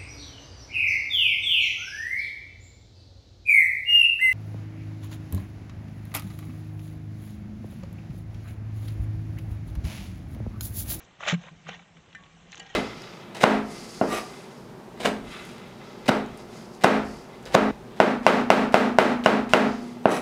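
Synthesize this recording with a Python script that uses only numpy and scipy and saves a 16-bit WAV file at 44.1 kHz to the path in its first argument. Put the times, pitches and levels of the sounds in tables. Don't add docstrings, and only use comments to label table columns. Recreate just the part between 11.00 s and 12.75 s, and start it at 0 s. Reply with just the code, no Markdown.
import sys
import numpy as np
from scipy import signal
from scipy.fft import irfft
from scipy.io import wavfile
from scipy.ndimage import uniform_filter1d

SR = 44100
rng = np.random.default_rng(int(sys.argv[2]) if len(sys.argv) > 2 else 0)


def to_wav(s):
    ch = np.atleast_2d(s).T
    pcm = np.round(np.clip(ch, -1, 1) * 32767)
    wavfile.write(sys.argv[1], SR, pcm.astype(np.int16))


def ratio_of_db(decibels):
    return 10 ** (np.asarray(decibels, float) / 20)


N = 77175

# (time [s], level [dB], extra treble [dB])
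STROKES = [
    [(0, -46.5, -12), (.05, -62.5, 13), (.1, -57.5, -27)],
    [(.185, -63, -8), (.205, -46.5, 1), (.26, -36.5, -3), (.285, -26, 7.5), (.328, -31, -2),
     (.368, -53.5, -6), (.43, -49.5, -0.5), (.49, -47.5, -14), (.5, -60.5, 0)],
    [(.64, -61, 5), (.665, -49.5, -28), (.685, -39.5, -2.5), (.7, -42.5, -7), (.75, -44, -6.5),
     (.78, -54.5, -2), (.83, -57.5, -1), (.86, -60.5, -4)],
    [(.93, -66, -18), (.97, -61.5, 3), (1.05, -60, -2), (1.24, -56.5, -9), (1.32, -60, 3.5), (1.4, -59, -6)],
    [(1.49, -58.5, 3), (1.52, -53.5, 7.5), (1.585, -50, 4.5), (1.64, -55, 2.5), (1.67, -52, -7),
     (1.685, -51, -2), (1.705, -53.5, 4), (1.75, -49.5, -6)],
]
# (frequency [Hz], gain [dB])
GRIT_COLOUR = [(250, -41), (450, -5.5), (600, 0.5), (1230, -2.5), (2360, -1.5), (3760, -7), (4700, -18.5),
               (6500, -10.5), (8800, -29.5)]
# (time [s], peak level [dB], pitch [Hz], t60 [s])
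PEBBLES = [(0.206, -30, 1470, 0.023), (0.224, -31, 1280, 0.073), (0.235, -23.5, 1980, 0.019),
           (.253, -29, 2400, 0.026), (0.264, -29.5, 1500, 0.018), (.2255, -42, 2190, .02),
           (.2715, -21, 2370, 0.067), (.2746, -29, 970, 0.051), (0.2784, -27, 3200, 0.016),
           (.283, -17.5, 2550, 0.027), (.2835, -23.5, 6500, 0.025), (.287, -18.5, 2780, .015),
           (0.29, -18.5, 2600, 0.0084), (.306, -19, 2710, 0.031), (.311, -25.5, 2980, 0.039),
           (0.318, -25.5, 3170, 0.028), (0.2976, -13.5, 2920, 0.011), (.321, -20.5, 1760, 0.018),
           (0.34, -28, 2200, .03), (0.352, -39, 2800, 0.023), (0.438, -38, 2200, 0.015),
           (0.484, -40, 1780, 0.017), (.667, -35.5, 2000, 0.029), (0.675, -44, 2500, 0.016),
           (0.6868, -45, 2840, 0.028), (.692, -27, 2340, 0.024), (.6935, -29.5, 2000, 0.017),
           (.6892, -30.5, 1580, 0.013), (0.69, -35, 6160, 0.012), (0.741, -49, 3200, 0.033),
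           (.793, -41, 2360, 0.019), (0.822, -45.5, 1750, 0.022), (0.9696, -43, 2390, 0.021),
           (1.1288, -40.5, 3020, 0.019), (1.237, -41.5, 2900, 0.006), (1.243, -50, 2800, 0.011),
           (1.264, -47.5, 2520, 0.017), (1.5198, -31.5, 5170, 0.016), (1.5282, -31.5, 2770, 0.011),
           (1.5298, -36.5, 3000, 0.032), (1.5455, -30, 2210, 0.0052), (1.5557, -32, 6960, 0.0051),
           (1.572, -32.5, 3300, 0.005), (1.579, -33, 6500, 0.006), (1.5937, -42, 1970, 0.028),
           (1.6628, -41.5, 3660, 0.036), (1.741, -45, 3000, 0.022)]
# (time [s], peak level [dB], pitch [Hz], t60 [s])
PINGS = [(.209, -43.5, 600, .05), (.228, -44, 561, .06), (.238, -41, 630, 0.042), (.263, -37.5, 605, 0.045),
         (.273, -31.5, 595, 0.05), (.292, -36, 557, 0.048), (.44, -52, 520, .08), (.47, -52.5, 559, .08),
         (.484, -48.5, 1053, 0.042), (0.338, -37.5, 4100, 0.027), (.339, -44, 7260, 0.019),
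         (.688, -38.5, 748, 0.042), (.689, -39, 511, 0.027), (0.689, -46.5, 5630, 0.029),
         (.687, -45.5, 6580, 0.017), (0.7308, -48.5, 3350, 0.038), (0.739, -43, 1850, 0.035),
         (.741, -62, 5780, 0.08), (.766, -56, 1900, 0.028), (.796, -49, 784, 0.028),
         (.793, -48.5, 2320, 0.022), (1.131, -51, 3300, 0.02), (1.536, -49, 6450, 0.011),
         (1.5553, -42.5, 6100, 0.012), (1.5772, -44, 6250, 0.011), (1.581, -49, 4070, .02),
         (1.5292, -43.5, 4040, 0.036), (1.585, -52, 328, 0.071), (1.627, -62, 1867, 0.031),
         (1.654, -52, 806, .08), (1.667, -50, 1910, 0.039), (1.699, -48, 1886, 0.071),
         (1.7, -52, 3170, .06), (1.713, -54, 3300, 0.032), (1.7432, -39, 3080, 0.012)]
# (time [s], peak level [dB])
KNOCKS = [
    (1.1495, -32),
    (1.5965, -30),
]
# (frequency [Hz], level [dB], t60 [s])
EDGE_MODES = [(1560, -1, .028), (1631, -19, .3), (1798, -4, .14), (2013, -8, .11), (2369, -12, .08),
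              (2950, -14, .07), (3935, -16, .05), (5852, -22, .03), (7400, -12, .012)]
# (frequency [Hz], level [dB], t60 [s])
MIDDLE_MODES = [(472, -21.5, 0.27), (774, -20, 0.35), (812, -18.5, 0.15), (3250, -15.5, .15),
                (1628, -17, 0.26), (1870, -10.5, .15), (2033, -14.5, .1), (2367, -12.5, 0.07),
                (2946, -4, 0.091), (2780, -29, .1), (2760, -15, 0.067), (3990, -4, .03), (4560, 4, 0.022),
                (7160, 0.5, 0.024)]
# (frequency [Hz], level [dB], t60 [s])
HUM_MODES = [(1119, -55, 0.76), (1060, -62, 0.22)]
# (time [s], peak level [dB], pitch [Hz], rise [s])
JOLTS = [(0.257, -46, 188.3, 0.048), (0.3247, -16, 171.9, 0.013), (0.377, -45, 175.7, 0.0064),
         (.46, -45, 170, 0.0081), (0.504, -43.5, 163, 0.029), (0.597, -52.5, 164.6, 0.013),
         (0.643, -41, 161.8, 0.049), (0.69, -39, 181.4, 0.012), (0.751, -46, 170, 0.013),
         (0.798, -52, 172.6, 0.022), (0.902, -58.5, 170, 0.045), (0.948, -50, 160.7, 0.034),
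         (1.134, -51.5, 161.3, 0.015), (1.19, -51, 174, 0.018), (1.243, -53, 163.3, 0.025),
         (1.33, -49.5, 164.7, 0.022), (1.431, -50.5, 171, 0.02), (1.473, -53, 174.3, 0.039),
         (1.609, -49.5, 176, 0.019), (1.688, -58, 159, 0.013)]
# (frequency [Hz], level [dB], t60 [s])
THUD_MODES = [(140.3, -16.5, 0.25), (212.7, -7, 0.12), (341, -6, 0.043), (451, -6, 0.044), (578, -5, 0.041)]
# (frequency [Hz], gain [dB])
YARD_COLOUR = [(15, -46), (25, -3.5), (178, -1.5), (245, -7.5), (814, -14), (2910, -19.5), (4650, -21.5),
               (7050, -25.5), (8790, -50), (11400, -84.5), (19300, -120)]

GRAINS_PER_S, GRAIN_SPREAD_DB, CLUMP_DB = 6500, 3.5, 1.0
GRAIN_HZ, GRAIN_CYCLES = (369.8, 8050), 8.3
FINE_SHARE = 0.7
TREBLE_HZ, GRIT_DB = 4330, -3.5
RING_DAMP, RING_T60_S, RING_SHARE_DB = 0.5, 0.08, -8.5
EMPTY_S, EMPTY_RING_DB = 1.6, 6
PEBBLE_UP, PEBBLE_DOWN = 0.35, 1.0
PEBBLE_RISE, SNAP_DB, SHARP_T60_S = 0.082, 5.5, 0.033
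PING_RISE_S = 0.0009
CRACK_RISE_S, CRACK_FADE_S = 0.0007, 0.003
HUM_S, HUM_SWELL_S = 1.16, 0.035
HANDLE_HZ, HANDLE_WIDTH_HZ, HANDLE_T60_S, RATTLE_DB = 170, 57, 0.13, -65.5
THUD_RISE_S = 0.011
ECHO_DB, ECHO_T60_S = -14, 0.039
YARD_DB, YARD_TOP_DB = -57.5, -23
PATCH_DB, FLICKER_DB = 2.5, -0.1
NOTCH_HZ, NOTCH_WIDTH_HZ, NOTCH_DB = 4705, 770, -5.5
ROLL_HZ, ROLL_DB_PER_KHZ, EDGE_HZ = 7470, -13, 8900


def evened(x):
    return x / np.sqrt(np.mean(x ** 2) + 1e-20)


def add(mix, s, sound):
    part = mix[round(s * SR):][:len(sound)]
    part += sound[:len(part)]


def coloured(x, points):
    f, db = np.transpose(points)
    hz = abs(np.fft.fftfreq(4096, 1 / SR))
    log_gain = np.log(ratio_of_db(np.interp(np.log(hz + 1), np.log(f + 1), db)))
    phase = -signal.hilbert(log_gain).imag
    taps = np.fft.ifft(np.exp(log_gain + 1j * phase)).real[:2048]
    return signal.oaconvolve(x, taps)[:len(x)]


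def rings(modes):
    t = np.arange(SR // 2) / SR
    return sum(ratio_of_db(db - 60 * t / t60) * np.sin(2 * np.pi * hz * t) for hz, db, t60 in modes)


def drift(count):
    return evened(uniform_filter1d(uniform_filter1d(rng.standard_normal(N), count), count))


def grains(clicks):
    pitches = np.geomspace(*GRAIN_HZ, 24)
    share = pitches ** FINE_SHARE / sum(pitches ** FINE_SHARE)
    kind = np.searchsorted(np.cumsum(share), rng.random(N))
    t = np.arange(1500) / SR
    grit = np.zeros(N)
    for k, hz in enumerate(pitches):
        cycles = t * hz
        grain = cycles * np.exp(-4 * cycles / GRAIN_CYCLES) * np.sin(2 * np.pi * cycles)
        grain *= np.sqrt(hz / share[k]) / np.linalg.norm(grain)
        grit += signal.oaconvolve(clicks * (kind == k), grain)[:N]
    return evened(coloured(grit, GRIT_COLOUR))


def scrape():
    size_db = GRAIN_SPREAD_DB * np.minimum(rng.exponential(1, N), 2.2) + CLUMP_DB * drift(count=150)
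    clicks = ratio_of_db(size_db) * rng.choice([-1, 1], N) * (rng.random(N) < GRAINS_PER_S / SR)
    grit = grains(clicks)
    treble = signal.sosfilt(signal.butter(4, TREBLE_HZ, "high", fs=SR, output="sos"), grit)
    body = signal.sosfilt(signal.butter(4, TREBLE_HZ, fs=SR, output="sos"), grit)

    clock = np.arange(N) / SR
    t, db, treble_db = np.transpose(sum(STROKES, []))
    press = ratio_of_db(np.interp(clock, t, db) + GRIT_DB)
    treble_gain = ratio_of_db(np.interp(clock, t, treble_db))

    damped = [(hz, level, min(RING_DAMP * t60, RING_T60_S))
              for hz, level, t60 in MIDDLE_MODES if hz < TREBLE_HZ]
    ring = rings(damped)
    drive = evened(clicks) * press * ratio_of_db(EMPTY_RING_DB * (clock > EMPTY_S))
    steel = signal.oaconvolve(drive, ring)[:N] / np.linalg.norm(ring)
    return (body + treble * treble_gain) * press + ratio_of_db(RING_SHARE_DB) * steel


def pebbles():
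    out, t = np.zeros(N), np.arange(3000) / SR
    for s, db, hz, t60 in PEBBLES:
        noise = rng.standard_normal(len(t))
        limits = [hz / (1 + PEBBLE_DOWN), min(hz * (1 + PEBBLE_UP), SR / 3)]
        band = signal.butter(3, limits, "band", fs=SR)
        rise = np.minimum(t / (PEBBLE_RISE * t60), 1)
        crunch = rise * ratio_of_db(SNAP_DB - 60 * t / t60) * noise * 0.24
        snap = (t == 0) * min(SHARP_T60_S / t60, 1.5) ** 2
        tick = signal.lfilter(*band, crunch + snap)
        add(out, s, ratio_of_db(db) * tick / abs(tick).max())
    return out


def pings():
    out, t = np.zeros(N), np.arange(SR // 2) / SR
    for s, db, hz, t60 in PINGS:
        add(out, s, (1 - np.exp(-t / PING_RISE_S)) * rings([(hz, db, t60)]))
    return out


def knock(out, s, db, modes, contact_s, crack_db, crack_hz, chatter):
    t = np.arange(SR // 2) / SR
    hit = sum(rings([mode]) * (1 + chatter * drift(count=120)[:len(t)]) for mode in modes)
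    hit = hit * (1 - np.exp(-t / contact_s))
    add(out, s, ratio_of_db(db) * hit / abs(hit).max())
    t = t[:600]
    envelope = np.minimum(t / CRACK_RISE_S, 1) * np.exp(-t / (contact_s + CRACK_FADE_S))
    crack = rng.standard_normal(len(t)) * envelope
    crack = signal.lfilter(*signal.butter(2, crack_hz, "high", fs=SR), crack)
    add(out, s, ratio_of_db(db + crack_db) * crack / abs(crack).max())


def knocks():
    out = np.zeros(N)
    edge, middle = KNOCKS
    knock(out, *edge, EDGE_MODES, contact_s=0.0002, crack_db=-10, crack_hz=2800, chatter=0.06)
    knock(out, *middle, MIDDLE_MODES, contact_s=0.003, crack_db=0, crack_hz=3500, chatter=0.3)
    hum = rings(HUM_MODES)
    swell = np.minimum(np.arange(len(hum)) / SR / HUM_SWELL_S, 1)
    add(out, HUM_S, swell * hum)
    return out


def handle():
    out, t = np.zeros(N), np.arange(SR // 2) / SR
    for s, db, hz, rise in JOLTS:
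        swell = np.sin(np.pi / 2 * np.minimum(t / rise, 1))
        decay = ratio_of_db(-60 * np.maximum(t - rise * 1.1, 0) / HANDLE_T60_S)
        add(out, s, ratio_of_db(db) * swell * decay * np.sin(2 * np.pi * hz * t))
    s, db = max(JOLTS, key=lambda row: row[1])[:2]
    add(out, s, ratio_of_db(db) * np.minimum(t / THUD_RISE_S, 1) * rings(THUD_MODES))
    band = signal.iirpeak(HANDLE_HZ, HANDLE_HZ / HANDLE_WIDTH_HZ, SR)
    rattle = evened(signal.lfilter(*band, rng.standard_normal(N)))
    return out + ratio_of_db(RATTLE_DB) * rattle


def ground(x):
    t = np.arange(4000) / SR
    sparse = rng.standard_normal(len(t)) * (rng.random(len(t)) < 0.05)
    tail = sparse * ratio_of_db(-60 * t / ECHO_T60_S) * (t > 0.002)
    return ratio_of_db(ECHO_DB) * signal.oaconvolve(x, tail / np.linalg.norm(tail))[:N]


def yard():
    frames, bins = N // 128 + 5, 257
    a, b, patches = rng.standard_normal((frames, bins, 3)).T
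    patches = uniform_filter1d(patches, size=8, axis=0)
    patches = evened(uniform_filter1d(patches, size=14, axis=1))
    spectrum = (a + 1j * b) * ratio_of_db(PATCH_DB * patches)
    white = signal.istft(spectrum, nperseg=512, noverlap=384)[1][:N]
    flicker = ratio_of_db(FLICKER_DB * drift(count=400))
    colour = YARD_COLOUR[:-3] + [(9000, YARD_TOP_DB)]
    return ratio_of_db(YARD_DB) * evened(coloured(white * flicker, colour))


def scene():
    bright = scrape() + pebbles() + 2 * pings() + knocks()
    return (bright + ground(bright) + handle() + yard())[None]


def low_pass(x):
    return signal.sosfilt(signal.butter(12, 8940, fs=SR, output="sos"), x)


def record(dry):
    hz = np.fft.rfftfreq(2048, 1 / SR)
    dip_db = NOTCH_DB * np.exp(-((hz - NOTCH_HZ) / NOTCH_WIDTH_HZ) ** 2)
    roll_db = ROLL_DB_PER_KHZ * np.maximum(hz - ROLL_HZ, 0) / 1000
    limit_db = -35 / (1 + np.exp(-(hz - EDGE_HZ) / 60))
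    taps = np.fft.fftshift(irfft(ratio_of_db(dip_db + roll_db + limit_db))) * np.hanning(2048)
    mix = signal.oaconvolve(dry, taps[None], "same")
    return low_pass(mix)


dry = scene()
out = record(dry)
to_wav(out)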